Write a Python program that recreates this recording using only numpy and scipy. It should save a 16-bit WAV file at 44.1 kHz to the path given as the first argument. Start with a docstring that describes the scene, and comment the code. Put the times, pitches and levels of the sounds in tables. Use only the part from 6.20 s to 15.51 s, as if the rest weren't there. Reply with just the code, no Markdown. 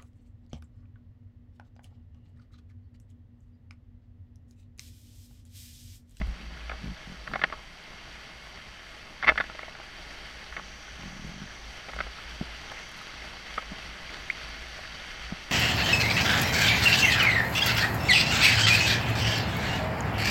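"""The roar of a waterfall, heard from inside the sealed plastic housing of a small camera held by hand.
It is filtered noise in five fluctuating bands, dulled by the wall and coloured by the shell's resonances;
larger bubbles ring as gliding decaying tones. The plastic creaks in bursts of slips, and the mount hums on
two low modes when the hand moves, thumps when knocked and buzzes under a dragging finger. Foam fizzes past
as band-limited noise and spray ticks on the shell as short bright bursts."""
import sys
import numpy as np
from scipy import signal
from scipy.fft import rfft, irfft, next_fast_len
from scipy.io import wavfile
from scipy.ndimage import uniform_filter1d, minimum_filter1d

SR = 44100
rng = np.random.default_rng(int(sys.argv[2]) if len(sys.argv) > 2 else 0)


def how_loud(loudness_db):
    """Turn decibels into a plain amplitude multiplier (0 dB gives 1, 20 dB gives 10)."""
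    steps = np.asarray(loudness_db, float) / 20
    return 10 ** steps


def digitize_waveform(pressure):
    """Quantize a signal to 16-bit integers and store it at the path in sys.argv[1].

    Rows of a 2-D input are taken as channels; values are limited to [-1, 1].
    """
    field = np.atleast_2d(pressure).T
    bounded = np.clip(field, -1, 1)
    quanta = np.round(bounded * 32767).astype(np.int16)
    wavfile.write(sys.argv[1], SR, quanta)


N = 410571  # length in samples
SIZE = next_fast_len(N)
HZ = np.arange(SIZE // 2 + 1) * SR / SIZE + 1e-3  # just above 0, for the logarithms

# resonances (positive) and dips (negative) of the plastic shell: centre_hz, width_hz, gain_db
SHELL = [(630, 79, 6), (797, 115, 6), (920, 50, 2), (1106, 120, 7), (1280, 41, 4.5), (1450, 74, 2.5),
         (1640, 23, 2.5), (1730, 47, 5), (1950, 160, 2.5), (2100, 270, 4), (2166, 67, 4), (2634, 38, 4.5),
         (3070, 460, 4), (3240, 37, 5.5), (4645, 230, 7), (5106, 140, -13.5), (5550, 640, 2),
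         (7570, 300, -4.5), (7850, 460, 3), (8700, 200, -2), (9800, 400, 0.5), (11530, 950, -5.5)]


def rms(x):
    """Root mean square: the effective amplitude."""
    return np.sqrt(np.mean(x ** 2))


def slope(points, hz):
    """Spectral envelope: gain of (Hz, dB) points joined on a log-frequency axis."""
    at_hz, db = np.transpose(points)
    return how_loud(np.interp(np.log(hz), np.log(at_hz), db))


def shell(hz, depth):
    """Cascaded second-order resonances and dips, as causal peaking sections; depth scales their dB."""
    response = 1
    for centre, width, db in SHELL:
        u = 1j * hz / centre
        a = how_loud(depth * db / 2)
        above = u * u + u * a * width / centre + 1
        below = u * u + u * width / a / centre + 1
        response = response * above / below
    return response


def mode(hz, centre, width):
    """Damped simple oscillator: causal response of one mode, gain 1 at its centre."""
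    u = 1j * hz / centre
    return u * width / centre / (u * u + u * width / centre + 1)


def causal(gain):
    """Minimum phase: folding the cepstrum gives the given gain a causal response."""
    cepstrum = irfft(np.log(gain))
    half = len(cepstrum) // 2
    cepstrum[1:half] *= 2
    cepstrum[half + 1:] = 0
    return np.exp(rfft(cepstrum))


def walk(rate):
    """Slow random modulation: levels held 1 / rate s, smoothed twice, with a spread near 1."""
    k = int(SR / rate)
    held = np.repeat(rng.standard_normal(N // k + 1), k)
    return 1.06 * uniform_filter1d(uniform_filter1d(held, k), k)[:N]


def swell(middle_s, half_s):
    """Gaussian envelope: a bell-shaped rise and fall, 1 at the middle."""
    return np.exp(-((np.arange(N) / SR - middle_s) / half_s) ** 2)


def add(out, s, sound):
    """Superposition: mix a short sound in at a time."""
    i = max(int(s * SR), 0)
    out[i:i + len(sound)] += sound[:N - i]


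def spray(decay_ms=6.0, low_hz=5500, high_hz=12000):
    """Impact noise: droplets patter on the shell as short, soft, bright, decaying noise bursts."""
    # splashes on the shell: start_s, peak_db
    ticks = [(6.5161, -49), (6.6897, -50), (6.7144, -49), (6.7665, -53), (6.7764, -47), (6.8164, -50),
             (6.8274, -56), (6.8724, -55), (7.6884, -55), (8.2876, -49), (8.3584, -54)]
    out, t = np.zeros(N), np.arange(2048) / SR
    bright = signal.butter(2, (low_hz, high_hz), "band", fs=SR, output="sos")
    for s, db in ticks:
        burst = rng.standard_normal(len(t)) * np.exp(-t * 1000 / decay_ms)
        splash = signal.sosfilt(bright, burst)
        add(out, s, splash * how_loud(db) / np.abs(splash).max())
    return out


def foam(centre_hz=5930, width_hz=840):
    """Many incoherent sources: fine bubbles sum to noise in a high band that the shell colours."""
    # foam washing past the shell: middle_s, half_length_s, level_db
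    washes = [(4.5, 0.25, -58.5), (4.9, 0.23, -61), (5.35, 0.35, -60), (6.65, 0.27, -58.5),
              (7.55, .15, -65), (8.3, .15, -67), (8.9, .4, -62)]
    noise = rfft(rng.standard_normal(SIZE))
    fizz = irfft(noise * mode(HZ, centre_hz, width_hz) ** 2 * shell(HZ, depth=0.9), SIZE)[:N]
    level = sum(how_loud(db) * swell(s, half) for s, half, db in washes)
    return fizz / rms(fizz) * level


def drag(uneven=0.2, scatter_db=2.0, hz=180, push_ms=1.2, t60_s=0.036):
    """Stick-slip friction: every slip of the skin pulls the same way and the mount flexes and dies away."""
    # a finger dragging along the mount: start_s, end_s, slips_per_s, peak_db (before the scatter)
    strokes = [(.622, .715, 55, -32), (.873, .96, 41, -37), (4.793, 5.265, 47, -36.5)]
    out, t = np.zeros(N), np.arange(2048) / SR
    onset = 1 - np.exp(-t * 1000 / push_ms)
    slip = -np.sin(2 * np.pi * hz * t) * onset * np.exp(-np.log(1000) * t / t60_s)
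    slip = slip / np.abs(slip).max()
    for start, end, rate, db in strokes:
        gap, size = rng.standard_normal((2, 40))
        wait = np.exp(uneven * gap) / rate
        for s, k in zip(start + np.cumsum(wait) - wait, size):
            if s < end:
                add(out, s, slip * how_loud(db + scatter_db * k))
    return out


def thumps(push_ms=0.65, t60_s=0.042, glide_turns=0.15, snap_db=-9.0):
    """Struck resonator: a fingertip's knock flexes the mount, higher at first, and taps the shell."""
    # knocks on the mount: start_s, flex_peak_db, pitch_hz
    knocks = [(0.012, -24, 186), (6.212, -21, 187), (7.519, -30, 188), (9.123, -24, 179)]
    out, t = np.zeros(N), np.arange(4096) / SR
    envelope = (1 - np.exp(-t * 1000 / push_ms)) * np.exp(-np.log(1000) * t / t60_s)
    # the tap rings the lowest resonance of the shell
    snap = how_loud(snap_db) * np.sin(2 * np.pi * SHELL[0][0] * t) * np.exp(-t / 0.0024)
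    for s, db, hz in knocks:
        turns = hz * t + glide_turns * (1 - np.exp(-t / 0.0014))
        flexing = np.sin(2 * np.pi * turns) * envelope
        add(out, s, (flexing + snap) * how_loud(db) / np.abs(flexing).max())
    return out


def jolted_mode(hz, width_hz, moves, rest_db, tremor_db, jolts_per_s, steady, skirt_db):
    """Randomly driven oscillator: small jolts ring a mode at the hand's level; returns sound and level."""
    jolts = rng.standard_normal(SIZE) * ((rng.random(SIZE) < jolts_per_s / SR) + 0.013)
    one = mode(HZ, hz, width_hz)
    # two oscillators in a row, plus a weaker single one with wider skirts
    ring = irfft(rfft(jolts) * (one * one + how_loud(skirt_db) * one), SIZE)[:N]
    swing = np.sqrt(uniform_filter1d(ring ** 2, int(SR / hz)) + 0.05 * np.mean(ring ** 2))
    ring = ring / swing ** steady  # evens out the swings
    still = how_loud(rest_db + tremor_db * walk(9))
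    hand = still + sum(how_loud(db) * swell(s, half) for s, half, db in moves)
    return ring / rms(ring) * hand, hand


def flex():
    """Forced vibration of the upper mount mode: it flutters jolt by jolt as the hand moves."""
    # hand moves that set the mount flexing: middle_s, half_length_s, level_db
    moves = [(0.01, .03, -47), (0.096, .03, -48), (0.213, .04, -48.5), (0.334, 0.051, -54),
             (0.495, 0.024, -54), (0.663, 0.048, -42), (1.12, .04, -44.5), (1.24, .04, -49),
             (3.068, 0.031, -50), (3.19, .03, -50), (4.41, 0.032, -60), (4.87, 0.037, -50),
             (5.078, .05, -51), (5.216, 0.045, -60), (5.81, .04, -55), (6.221, 0.011, -36),
             (7.52, 0.023, -51), (7.673, 0.023, -53), (9.13, .03, -55)]
    return jolted_mode(175.5, 107, moves, rest_db=-62.5, tremor_db=2,
                       jolts_per_s=200, steady=0.7, skirt_db=-14.0)[0]


def sway(roll_hz=28.5, roll_width_hz=17, roll_db=-15.5, still_roll_db=-60.5, tremor_db=4.5):
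    """Forced vibration of the lower mount mode, fed steadily, over a slow roll of the wrist."""
    # hand moves that set the mount swaying: middle_s, half_length_s, level_db
    moves = [(0.058, 0.07, -29), (0.297, 0.067, -39), (0.494, 0.096, -39), (.68, 0.048, -34),
             (0.863, .04, -47), (1.01, .04, -45.5), (1.12, 0.037, -52), (1.308, .1, -51),
             (1.95, 0.067, -54), (2.23, .06, -55), (2.49, 0.034, -53), (2.724, 0.069, -63),
             (3.116, 0.057, -42), (3.3, 0.099, -55), (3.55, 0.14, -58), (3.84, 0.11, -54),
             (4.043, .06, -54), (4.16, 0.05, -51.5), (4.33, 0.025, -44), (4.505, 0.082, -48),
             (4.73, 0.043, -46), (4.862, 0.038, -49), (5.07, 0.054, -47), (5.228, 0.092, -51.5),
             (5.473, .05, -45.5), (5.773, 0.044, -41), (5.88, 0.031, -41), (6.15, .12, -45),
             (6.31, .07, -49), (6.62, .07, -54), (7.0, 0.061, -51), (7.164, .07, -60), (7.34, 0.04, -48),
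             (7.495, .05, -44), (7.682, .07, -46), (7.877, 0.05, -50), (8.01, 0.033, -49),
             (8.25, 0.084, -50), (8.464, 0.1, -45), (8.7, 0.11, -56), (9.065, 0.047, -43.5),
             (9.16, .05, -57)]
    swaying, hand = jolted_mode(55.3, 10, moves, rest_db=-61, tremor_db=tremor_db,
                                jolts_per_s=300, steady=0.85, skirt_db=-20.0)
    noise = rfft(rng.standard_normal(SIZE))
    roll = irfft(noise * mode(HZ, roll_hz, roll_width_hz) ** 2, SIZE)[:N]
    # the roll follows the moves at roll_db against them, and never rests in a still hand
    roll_level = how_loud(roll_db) * hand + how_loud(still_roll_db + tremor_db * walk(6))
    return swaying + roll / rms(roll) * roll_level


def creaks(ring=1.1, focus_db=4.5, spread=0.26):
    """Stick-slip excitation of resonances: a run of slips builds up, fades and rings the shell."""
    # force of a slip in the plastic: frequency_hz, gain_db
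    force = [(60, -19), (200, -2), (350, -0.5), (600, 4), (1000, -3.5), (1400, 4), (2100, 1), (2900, -11),
             (3400, -15), (4000, -15), (4650, -18), (5600, -22), (7000, -45), (12000, -56)]
    # the creaks: start_s, level_db, pitch_hz, length_ms, body_db (under 1100 Hz, against the core)
    events = [(0.015, -27, 2440, 3.1, -10), (0.495, -27.5, 2520, 4.4, -17), (0.497, -33, 1480, 9, 4),
              (0.515, -26.5, 1420, 4.6, -4), (0.53, -37, 1660, 24, 14), (1.069, -35, 2110, 6.2, -6),
              (1.075, -26, 1430, 5, -13), (1.114, -32, 1390, 4.2, 1), (1.135, -20.5, 1660, 4.9, -8),
              (1.147, -33, 1700, 5.7, -7), (1.155, -18, 1490, 8.6, 0), (1.192, -30, 2060, 4.9, -5),
              (1.215, -20.5, 1780, 9.9, -12), (1.228, -32, 1450, 2.7, -2), (1.237, -10.5, 2070, 4.2, -14.5),
              (1.242, -14, 2090, 3.4, -11), (1.25, -29, 2070, 2.1, 5), (1.299, -32, 2010, 6.7, -5),
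              (1.324, -24.5, 1190, 5.9, -4), (1.336, -30, 1460, 5.8, 15), (3.026, -19, 1550, 5.4, -17),
              (3.033, -22.5, 1490, 11, -5), (3.043, -18, 2080, 5.4, -12), (3.064, -26, 2100, 4.7, -9),
              (3.07, -13.5, 2070, 7.2, -13), (3.0771, -8, 2100, 12, -15), (3.0882, -0.5, 2120, 4.3, -12),
              (3.094, -8.5, 1770, 5.2, -13), (3.102, -20, 1780, 4, -8), (3.112, -25.5, 1880, 3.7, 4),
              (3.119, -22, 1450, 2.5, 6), (3.156, -28, 1550, 5.3, -7), (3.176, -14.5, 1860, 7.6, -19),
              (3.186, -26, 1800, 4.5, -8), (3.2, -16, 1450, 5, -6), (3.206, -17, 1460, 5.7, -12),
              (3.239, -32, 1640, 4.4, -1), (3.298, -30, 1450, 3.4, 0), (3.348, -35, 1960, 7.6, 2),
              (3.391, -26, 2020, 3.2, -5.5), (3.429, -31, 2190, 5.4, -3), (3.48, -33, 2100, 6.9, 2),
              (3.551, -34.5, 1410, 3.4, -7), (3.599, -34, 1460, 3.9, 9), (4.324, -33, 1390, 4.5, -20),
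              (4.365, -26, 1820, 6.3, -10), (4.378, -33.5, 1440, 18, 8), (4.395, -28, 1440, 3.1, 4),
              (5.684, -32, 2390, 13, -1), (5.695, -33, 1430, 4.8, 3), (5.733, -30.5, 2150, 4.6, -4),
              (5.763, -32, 1410, 3.3, 6), (5.787, -24, 1500, 6.1, -8), (5.803, -19, 1470, 4.1, -8.5),
              (5.809, -21, 1470, 2.2, -9), (5.836, -38, 3400, 4, -20), (5.866, -33.5, 1480, 12, 6),
              (6.517, -32, 1680, 4.4, 5), (7.377, -24, 1200, 4, -7), (7.3803, -21.5, 1200, 2.8, 3),
              (7.386, -35, 1200, 8.2, 12), (7.425, -37, 1500, 6, 6), (8.589, -34, 2140, 10, 10)]
    build, longest_build_ms, first = 0.33, 2.05, 0.58  # build and fade are parts of the length
    fade, abrupt = 0.58, 0.96
    snap_hz, snap_width_hz, snap_db = 3535, 120, 8.3  # a bright ring in every creak
    edge_db, edge_db_per_octave = -15.5, 3.5  # part over 3000 Hz, at a pitch of 1700 Hz
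    out, size = np.zeros(N), 4096
    hz = np.arange(size // 2 + 1) * SR / size + 1e-3
    ms = np.arange(size) * 1000 / SR
    snap = 1 + how_loud(snap_db) * mode(hz, snap_hz, snap_width_hz)
    wall = causal(slope(force, hz)) * shell(hz, depth=ring) * snap
    # power-complementary crossovers split a creak into body, core and edge
    over = [1 / np.sqrt(1 + (split_hz / hz) ** 10) for split_hz in (1100, 3000)]
    under = [np.sqrt(1 - gain ** 2) for gain in over]
    parts = [causal(1e-3 + gain) for gain in (under[0], over[0] * under[1], over[1])]
    for s, db, pitch_hz, length_ms, body_db in events:
        # one strong slip starts the run; a quarter of the later samples slip
        slips = rng.standard_normal(size) * (rng.random(size) < 0.25)
        slips[0] = 2.0
        top_ms = min(build * length_ms, longest_build_ms)
        rising = first + (1 - first) * ms / top_ms
        falling = np.exp(-(np.abs(ms - top_ms) / (fade * length_ms)) ** abrupt)
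        grip = np.where(ms < top_ms, rising, falling)
        # where the plastic slips decides which resonances it favours and how full it sounds
        place = 1 + how_loud(focus_db) * mode(hz, pitch_hz, spread * pitch_hz)
        rung = rfft(slips * grip) * wall * place
        body, core, edge = (irfft(rung * part) for part in parts)
        brightness_db = edge_db + edge_db_per_octave * np.log2(pitch_hz / 1700)
        sound = how_loud(body_db) * body / rms(body) + core / rms(core)
        sound = sound + how_loud(brightness_db) * edge / rms(edge)
        crest = np.sqrt(2 * uniform_filter1d(sound ** 2, 60).max())  # of the loudest 60 samples
        add(out, s, sound * how_loud(db) / crest)
    return out


def flow():
    """Approach to a source: level in dB of each band of the roar as the camera drifts closer."""
    # loudness of the fall as the camera drifts: time_s, approach_db
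    approach = [(0.0, -0.5), (0.41, -.5), (0.7, 2), (1.45, -1), (1.81, 1), (2.83, .5), (3.11, 1.5),
                (3.7, 1.5), (3.94, 4), (4.35, 1), (4.6, 2), (5.24, 2), (5.6, 3.5), (6.41, 5), (7.0, 5),
                (7.28, 5), (7.54, 5.5), (7.93, 5), (8.5, 6.5), (9.31, 5.5)]
    # body, rush, hiss, fizz and spray, one row for each band: base_db, db_per_approach_db
    bands = [(-54.5, 0.57), (-49.5, 1.0), (-56.5, 0.98), (-65.5, 1.02), (-70, 0.73)]
    s, approach_db = np.transpose(approach)
    near_db = np.interp(np.arange(N) / SR, s, approach_db)
    return [base_db + gain * near_db for base_db, gain in bands]


def bubbles(low_hz=1200, high_hz=3300, cycles=6.7, rise=0.186, over_db=-10.0, scatter_db=4.0, count=1400):
    """Bubble resonance: larger bubbles near the shell ring briefly, gliding up; they follow the rush."""
    out, t = np.zeros(N), np.arange(1024) / SR
    rush_db = flow()[1]
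    for when, pitch, chance in rng.random((count, 3)):
        hz = low_hz * (high_hz / low_hz) ** pitch
        turns = hz * t
        glide = 1 + rise * turns / cycles / 4
        tone = np.sin(2 * np.pi * turns * glide) * np.exp(-turns / cycles) * np.minimum(turns, 1)
        # a few bubbles stand well above the rest
        add(out, when * N / SR, tone * how_loud(over_db - scatter_db * np.log(chance)))
    return out * how_loud(rush_db)


def roar(churn_db=0.62, flicker_db=0.95, burst_db=1.5):
    """Turbulent noise through a wall: uneven bubble bursts churn in all bands; each band also flickers."""
    # broad loss through the wall: frequency_hz, gain_db
    wall = [(20, 8.5), (40, 3), (90, 2), (300, -3), (450, -3.5), (900, -5.5), (2000, -9.5), (3600, -12),
            (4200, -10.5), (6000, -12), (7000, -23.5), (9000, -31.5), (12500, -34), (15000, -45)]
    # edges of the five bands from low to high: edge_hz
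    edges_hz = (350, 1300, 3500, 5500, 7200, 15000)
    unevenness = np.repeat(rng.exponential(size=SIZE // 16 + 1), 16)[:SIZE]
    bursts = rng.standard_normal(SIZE) * how_loud(burst_db * unevenness)
    heard = rfft(bursts) * slope(wall, HZ) * shell(HZ, depth=0.9)
    # neighbouring bands fade into each other; the outer ones run on to the ends
    fades = [np.clip(0.5 + np.log(HZ / edge) / 0.3, 0, 1) for edge in edges_hz[1:-1]]
    above = [1] + fades + [0]
    out, churn = 0, walk(12)
    for k, band_db in enumerate(flow()):
        # the level is set by what lies strictly between the edges
        inside = irfft(heard * ((HZ > edges_hz[k]) & (HZ < edges_hz[k + 1])), SIZE)
        band = irfft(heard * (above[k] - above[k + 1]), SIZE)[:N] / rms(inside)
        out = out + band * how_loud(band_db + churn_db * churn + flicker_db * walk(22))
    return out


def scene():
    """Linear superposition: everything reaches one microphone inside the housing."""
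    handling = drag() + thumps() + flex() + sway()
    water = spray() + foam() + bubbles() + roar()
    return (handling + creaks() + water)[None]


def low_pass(x):
    """Removes everything above the highest recorded frequency."""
    return signal.sosfilt(signal.butter(12, 15700, fs=SR, output="sos"), x)


def record(dry, limit=0.87, limit_ms=3):
    """Gain reduction and low-pass filtering: a quick limiter holds the peaks; the top is cut steeply."""
    size = limit_ms * SR // 1000
    needed = np.minimum(1, limit / (np.abs(dry) + 1e-9))
    gain = uniform_filter1d(minimum_filter1d(needed, size=2 * size), size=size)
    top = signal.ellip(12, 0.5, 60, 15250, fs=SR, output="sos")  # ripple dB, stopband dB, edge Hz
    return low_pass(signal.sosfilt(top, dry * gain))


dry = scene()
out = record(dry)
digitize_waveform(out)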